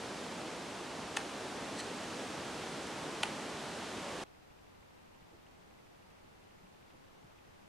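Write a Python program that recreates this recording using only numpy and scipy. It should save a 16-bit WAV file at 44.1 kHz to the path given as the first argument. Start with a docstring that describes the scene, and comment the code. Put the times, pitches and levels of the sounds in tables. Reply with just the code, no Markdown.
"""In a forest, wind hisses steadily in the crowns. Some way from the microphone a thrown knife bites into
a trunk: the bark splits, wood and blade ring in a short dry knock, and the other trunks scatter it faintly.
The next knife is drawn, steel over steel, with a faint scrape and a few light ticks, and lands in turn.
Then the scene cuts to a very quiet room with a faint hum, a tiny regular ticking and a few soft bumps."""
import sys
import numpy as np
from scipy import signal
from scipy.fft import rfft, irfft
from scipy.io import wavfile

SR = 44100
rng = np.random.default_rng(int(sys.argv[2]) if len(sys.argv) > 2 else 0)


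def bounce(signal):
    """Save signal as a 16-bit WAV file at the path given by the first command-line argument."""
    frames = np.transpose(np.atleast_2d(signal))
    limited = np.clip(frames, -1, 1)
    pcm = np.round(limited * 32767).astype(np.int16)
    wavfile.write(sys.argv[1], SR, pcm)


N = 338688
T = np.arange(N) / SR

# knives landing: t/s, time to sink in/s, blow/dB, wood pitch ratio, blade pitch ratio, blade/dB,
# entry rasp at full depth/dB, first touch relative to that/dB, top of the rasp/Hz,
# bark at the stop/dB, grating/dB, dull wash/dB
THROWS = [(1.1706, .0049, -35.3, 0.972, 0.997, -30.5, -35.5, -0.5, 14000, -37, -47, -42.5),
          (3.2336, .0041, -30.7, 1.02, 1.34, -29.5, -27, -9, 5500, -36, -38, -44)]


def from_db(db):
    """Decibels to gain."""
    return 10 ** (np.asarray(db) / 20)


def rms_one(x):
    """Scale to an rms of one."""
    return x / np.sqrt(np.mean(x ** 2) + 1e-20)


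def colour(x, spectrum):
    """Give a signal a spectrum drawn on a log-frequency axis; rms 1."""
    hz, db = np.transpose(spectrum)
    bins = np.maximum(np.arange(N // 2 + 1) * SR / N, 1)
    gain = from_db(np.interp(np.log(bins), np.log(hz), db))
    return rms_one(irfft(rfft(x) * gain, N))


def noise(spectrum):
    """Coloured noise; rms 1."""
    return colour(rng.standard_normal(N), spectrum)


def crackle(per_s):
    """Random tiny snaps of uneven size."""
    return rng.standard_normal(N) * (rng.random(N) < per_s / SR)


def drift(per_s):
    """Random wandering; rms 1."""
    return rms_one(np.interp(T * per_s, np.arange(N), rng.standard_normal(N)))


def ring(x, hz, t60):
    """A resonance: a unit click sets off a dying sine of height 1."""
    r, w = from_db(-60 / (t60 * SR)), 2 * np.pi * hz / SR
    return signal.lfilter([0, np.sin(w)], [1, -2 * r * np.cos(w), r * r], x + 1e-18)


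def band(x, low_hz, high_hz, order):
    """Causal band-pass."""
    return signal.sosfilt(signal.butter(order, [low_hz, high_hz], "band", fs=SR, output="sos"), x)


def swell(s, half_s):
    """A bell-shaped rise and fall around a moment."""
    return np.exp(-.5 * ((T - s) / half_s) ** 2)


def stereo(mid, side, pan_db):
    """Left and right from middle and side, leaning by a level difference."""
    return np.array([(mid + side) * from_db(pan_db / 2), (mid - side) * from_db(-pan_db / 2)])


def knives_landing(bite_s=.0027, settle_s=.0008, wedge_s=.0023, contact_hz=5000):
    """The tip splits the bark for a few ms, stops dead and wedges fast: trunk and blade ring briefly."""
    # trunk modes, their strength set by where the knife lands:
    # f/Hz, t60/s, level in the first throw/dB, level in the second/dB
    trunk_modes = [(700, .028, -17, -2), (820, .034, 2, 1), (945, .032, -7, -7), (1450, 0.037, -4, -1),
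                   (1970, 0.038, -16, -3), (2660, 0.03, 4.5, 1.5), (2960, 0.017, -12, 5.5),
                   (3100, .024, 2, -2.5), (3550, 0.014, -1, -9), (4280, 0.013, -7, -5)]
    # modes of a blade stuck in the wood: f/Hz, level/dB, t60/s
    blade_modes = [(1820, 0.5, 0.03), (2180, 5.5, 0.0041), (3430, -12, 0.012), (6460, -1.5, 0.012),
                   (7000, -10, 0.0088)]
    # spectrum of bark fibres splitting: f/Hz, level/dB
    bark_spectrum = [(300, -16), (900, -5), (2000, 1), (3000, 3), (5200, -3), (7500, -0.5), (10000, -6),
                     (13000, -24), (16000, -54)]
    wood, steel, bark = np.zeros((3, N))
    for k, (s, entry_s, blow_db, wood_pitch, blade_pitch, blade_db,
            entry_db, touch_db, entry_hz, stop_db, grate_db, _) in enumerate(THROWS):
        blow = np.zeros(N)
        blow[round(s * SR)] = -1
        modes = [from_db(blow_db + dbs[k]) * ring(blow, hz * wood_pitch, t60)
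                 for hz, t60, *dbs in trunk_modes]
        # the strongest low mode starts against its neighbours: the hollow knock swells after the crack
        wood += modes[0] - modes[1] + sum(modes[2:])
        # the deeper the blade sticks, the shorter its free part and the higher it rings
        steel += sum(from_db(blade_db + db) * ring(blow, hz * blade_pitch, t60)
                     for hz, db, t60 in blade_modes)
        # hard bark parts with a bright rasp, soft bark with a duller crunch that grows as the tip sinks
        fibres = colour(crackle(per_s=22000), bark_spectrum)
        to_go = np.clip((s - T) / entry_s, 0, 1)
        entering = (T > s - entry_s) * (T < s) * from_db(touch_db * to_go) * fibres
        bark += from_db(entry_db) * signal.sosfilt(signal.butter(2, entry_hz, fs=SR, output="sos"), entering)
        bite = (T >= s) * np.exp(-np.maximum(T - s - bite_s, 0) / settle_s)
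        bark += from_db(stop_db) * bite * fibres
        # the blade grates as it wedges, just after the stop
        grating = rms_one(band(rng.standard_normal(N), 8200, 10800, order=3))
        bark += from_db(grate_db) * swell(s + wedge_s, half_s=.0006) * grating
    # wood yields, which dulls its knock
    wood = signal.sosfilt(signal.butter(1, contact_hz, fs=SR, output="sos"), wood)
    # so small a spot radiates no bass, and the distance to the microphone takes the top
    return band(wood + steel, 560, 10500, order=3) + bark


def trunk_wash(t60=.2):
    """Each blow spreads through the trunk and dies away without a pitch."""
    # spectrum of the trunk's countless weak modes, merged: f/Hz, level/dB
    wash_spectrum = [(100, -20), (400, -13), (850, 5), (1200, -11), (1550, -3), (2300, -4), (3500, -9),
                     (7000, -14), (10000, -13), (13000, -45)]
    dying = sum((T > s) * from_db(db - 60 * np.maximum(T - s, 0) / t60) for s, *_, db in THROWS)
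    return dying * noise(wash_spectrum)


def knife_drawn(at_s=1.791, level_db=-46, rise_s=.022, hold_s=.015, release_s=.0087, catch_db=2):
    """Steel slips over steel: a dense run of tiny catches rings the hand-damped blade."""
    # modes of steel held in the hand: f/Hz, level/dB, t60/s
    held_modes = [(1920, -3, 0.012), (3080, -5, .011), (4090, -2, 0.013), (4380, -2.5, .015),
                  (5840, -6, .012), (7900, -5.5, .009), (8660, -5, 0.0045), (10600, -11, 0.0037)]
    slips = crackle(per_s=5000)
    steel = sum((-1) ** k * from_db(db) * ring(slips, hz, t60)
                for k, (hz, db, t60) in enumerate(held_modes))
    # one stroke: the grip builds, holds, and the tip slips free
    stroke = np.exp(np.minimum(T - at_s, 0) / rise_s - np.maximum(T - at_s - hold_s, 0) / release_s)
    pressure = from_db(level_db + catch_db * drift(per_s=150)) * stroke
    return pressure * rms_one(steel)


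def knives_touching():
    """Blades brush each other in the hand with short bright ticks."""
    # light touches: t/s, level/dB
    touches = [(1.753, -52), (1.7925, -45), (1.8035, -47), (1.844, -48), (2.872, -47)]
    # spectrum of a touch of steel: f/Hz, level/dB
    touch_spectrum = [(500, -20), (2000, -2), (5000, -2), (8300, 0), (10500, -9), (13000, -33)]
    return sum(from_db(db) * swell(s, half_s=.0014) for s, db in touches) * noise(touch_spectrum)


def forest_echoes(x, near_db=-14.5, far_db=-16, first_echo_s=.011):
    """Near trunks return a quick spray of echoes to the microphone, far ones a faint longer tail."""
    # spectrum scattered by the trunks around: f/Hz, level/dB
    scatter_spectrum = [(200, 1), (800, 5), (2500, -6.5), (6000, -6), (12000, -5.5)]

    def spray(t60, per_s):
        echoes = colour(crackle(per_s), scatter_spectrum) * from_db(-60 * T / t60) * (T > first_echo_s)
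        return echoes / np.sqrt(np.sum(echoes ** 2))
    near = from_db(near_db) * spray(t60=.22, per_s=1600)
    far = from_db(far_db) * spray(t60=.98, per_s=4800)
    return signal.fftconvolve(x, (near + far)[:SR])[:N]


def wind(roar_db=-44, hiss_db=-48.5, hiss_db_per_breeze_db=1.65, split_hz=1500):
    """Countless far leaves merge to a smooth roar and hiss, both following the breeze."""
    # spectrum of the wind in the crowns, middle and side: f/Hz, level/dB
    mid_spectrum = [(20, -30), (60, -13), (115, -8), (170, -3), (245, 0.2), (350, -1), (480, -2), (750, -4),
                    (1300, -8), (2200, -12.5), (3200, -13.5), (6000, -19), (8700, -23), (10500, -29.5),
                    (12000, -36), (13500, -62)]
    side_spectrum = [(20, -14), (110, -11.5), (220, -2), (350, 0), (750, -2), (2000, -8), (6000, -12.5),
                     (11500, -18), (12800, -20), (14000, -41)]
    # the breeze freshens a little and stays up: t/s, strength/dB
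    breeze = [(0, -.5), (.9, -1), (2, 0.06), (4.2, 0)]
    # soft swells of the roar: t/s, rise/dB
    gusts = [(.37, 0.9), (1.6, 1.5), (2.51, 0.9), (3.08, 1.0), (4.08, 1)]
    air = stereo(noise(mid_spectrum), from_db(-12) * noise(side_spectrum), pan_db=-.66)
    roar = signal.sosfiltfilt(signal.butter(4, split_hz, fs=SR, output="sos"), air)
    hiss = air - roar
    breeze_db = np.interp(T, *np.transpose(breeze))
    gust_db = sum(db * swell(s, half_s=.049) for s, db in gusts)
    roar_gain = from_db(roar_db + breeze_db + gust_db) / np.std(roar.mean(axis=0))
    hiss_gain = from_db(hiss_db + hiss_db_per_breeze_db * breeze_db) / np.std(hiss.mean(axis=0))
    return roar_gain * roar + hiss_gain * hiss


def ticking(first_s=4.348, period_s=.08, uneven_db=.7):
    """A tiny mechanism in the room ticks evenly, a few ticks stronger than the rest."""
    # ticks that stand out: t/s, level above the others/dB
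    strong_ticks = [(4.348, 3), (5.466, 7), (6.908, 5.5), (7.388, 4), (7.548, 4)]
    # how firmly it ticks: t/s, level/dB
    tick_force = [(4.3, -69), (5.2, -70), (5.45, -73), (5.7, -73), (6.0, -70.3), (7.6, -70.7)]
    tick = np.round((T - first_s) / period_s)
    accent_db = sum(db * (tick == round((s - first_s) / period_s)) for s, db in strong_ticks)
    force_db = np.interp(T, *np.transpose(tick_force))
    jitter_db = uneven_db * rng.standard_normal(N)[(tick - tick.min()).astype(int)]
    pulses = from_db(force_db + accent_db + jitter_db) * swell(first_s + tick * period_s, half_s=.0036)
    return pulses * rms_one(band(rng.standard_normal(N), 1950, 2880, order=2))


def quiet_room(mid_db=-63.5, side_db=-61, hum_hz=90, hum_db=-75, rumble_hz=160, rumble_db=-78):
    """Room tone all around the microphone: soft hiss, wavering hum, uneven rumble, ticking, dull bumps."""
    # spectrum of the room tone, middle and side: f/Hz, level/dB
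    mid_spectrum = [(20, -1.5), (70, -1.5), (120, -3), (178, -0.5), (260, -4.5), (680, -7.5), (820, -5.5),
                    (1050, -8.5), (1500, -12), (2700, -15.5), (6000, -23), (14500, -33)]
    side_spectrum = [(20, -5), (70, -11), (130, -5.5), (230, -2), (370, -0.5), (700, -4.5), (1500, -11),
                     (5000, -23.5), (10000, -31), (14500, -34)]
    # soft bumps: t/s, level/dB, f/Hz
    soft_bumps = [(5.215, -59, 110), (5.342, -60, 350), (6.244, -60, 140), (6.635, -63, 160),
                  (6.95, -60.5, 330), (7.25, -62.5, 160), (7.5, -64, 160)]

    def dull_noise(hz, cycles=2.5):
        return rms_one(ring(rng.standard_normal(N), hz, t60=cycles / hz))
    narrow_noise = ring(rng.standard_normal(N), hum_hz, t60=.22)
    hum = from_db(hum_db) * rms_one(ring(narrow_noise, hum_hz, t60=.22))
    rumble = from_db(rumble_db + 3 * drift(per_s=6)) * dull_noise(rumble_hz)
    bumps = sum(from_db(db) * swell(s, half_s=.012) * dull_noise(hz) for s, db, hz in soft_bumps)
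    mid = from_db(mid_db) * noise(mid_spectrum) + hum + rumble + ticking() + bumps
    return stereo(mid, from_db(side_db) * noise(side_spectrum), pan_db=.5)


def scene(cut_s=4.239, echo_side_db=-6):
    """Among the trees until the cut, then indoors."""
    direct = knives_landing() + knife_drawn() + knives_touching()
    # echoes from ahead and from the sides come off different trunks
    ahead, aside = forest_echoes(direct), forest_echoes(direct)
    outdoors = stereo(direct + trunk_wash() + ahead, from_db(echo_side_db) * aside, pan_db=-1) + wind()
    return np.where(T < cut_s, outdoors, quiet_room())


def record(dry, cutoff_hz=15300):
    """A steep low-pass takes off the highest treble."""
    return signal.sosfilt(signal.ellip(10, .1, 80, cutoff_hz, fs=SR, output="sos"), dry)


dry = scene()
out = record(dry)
bounce(out)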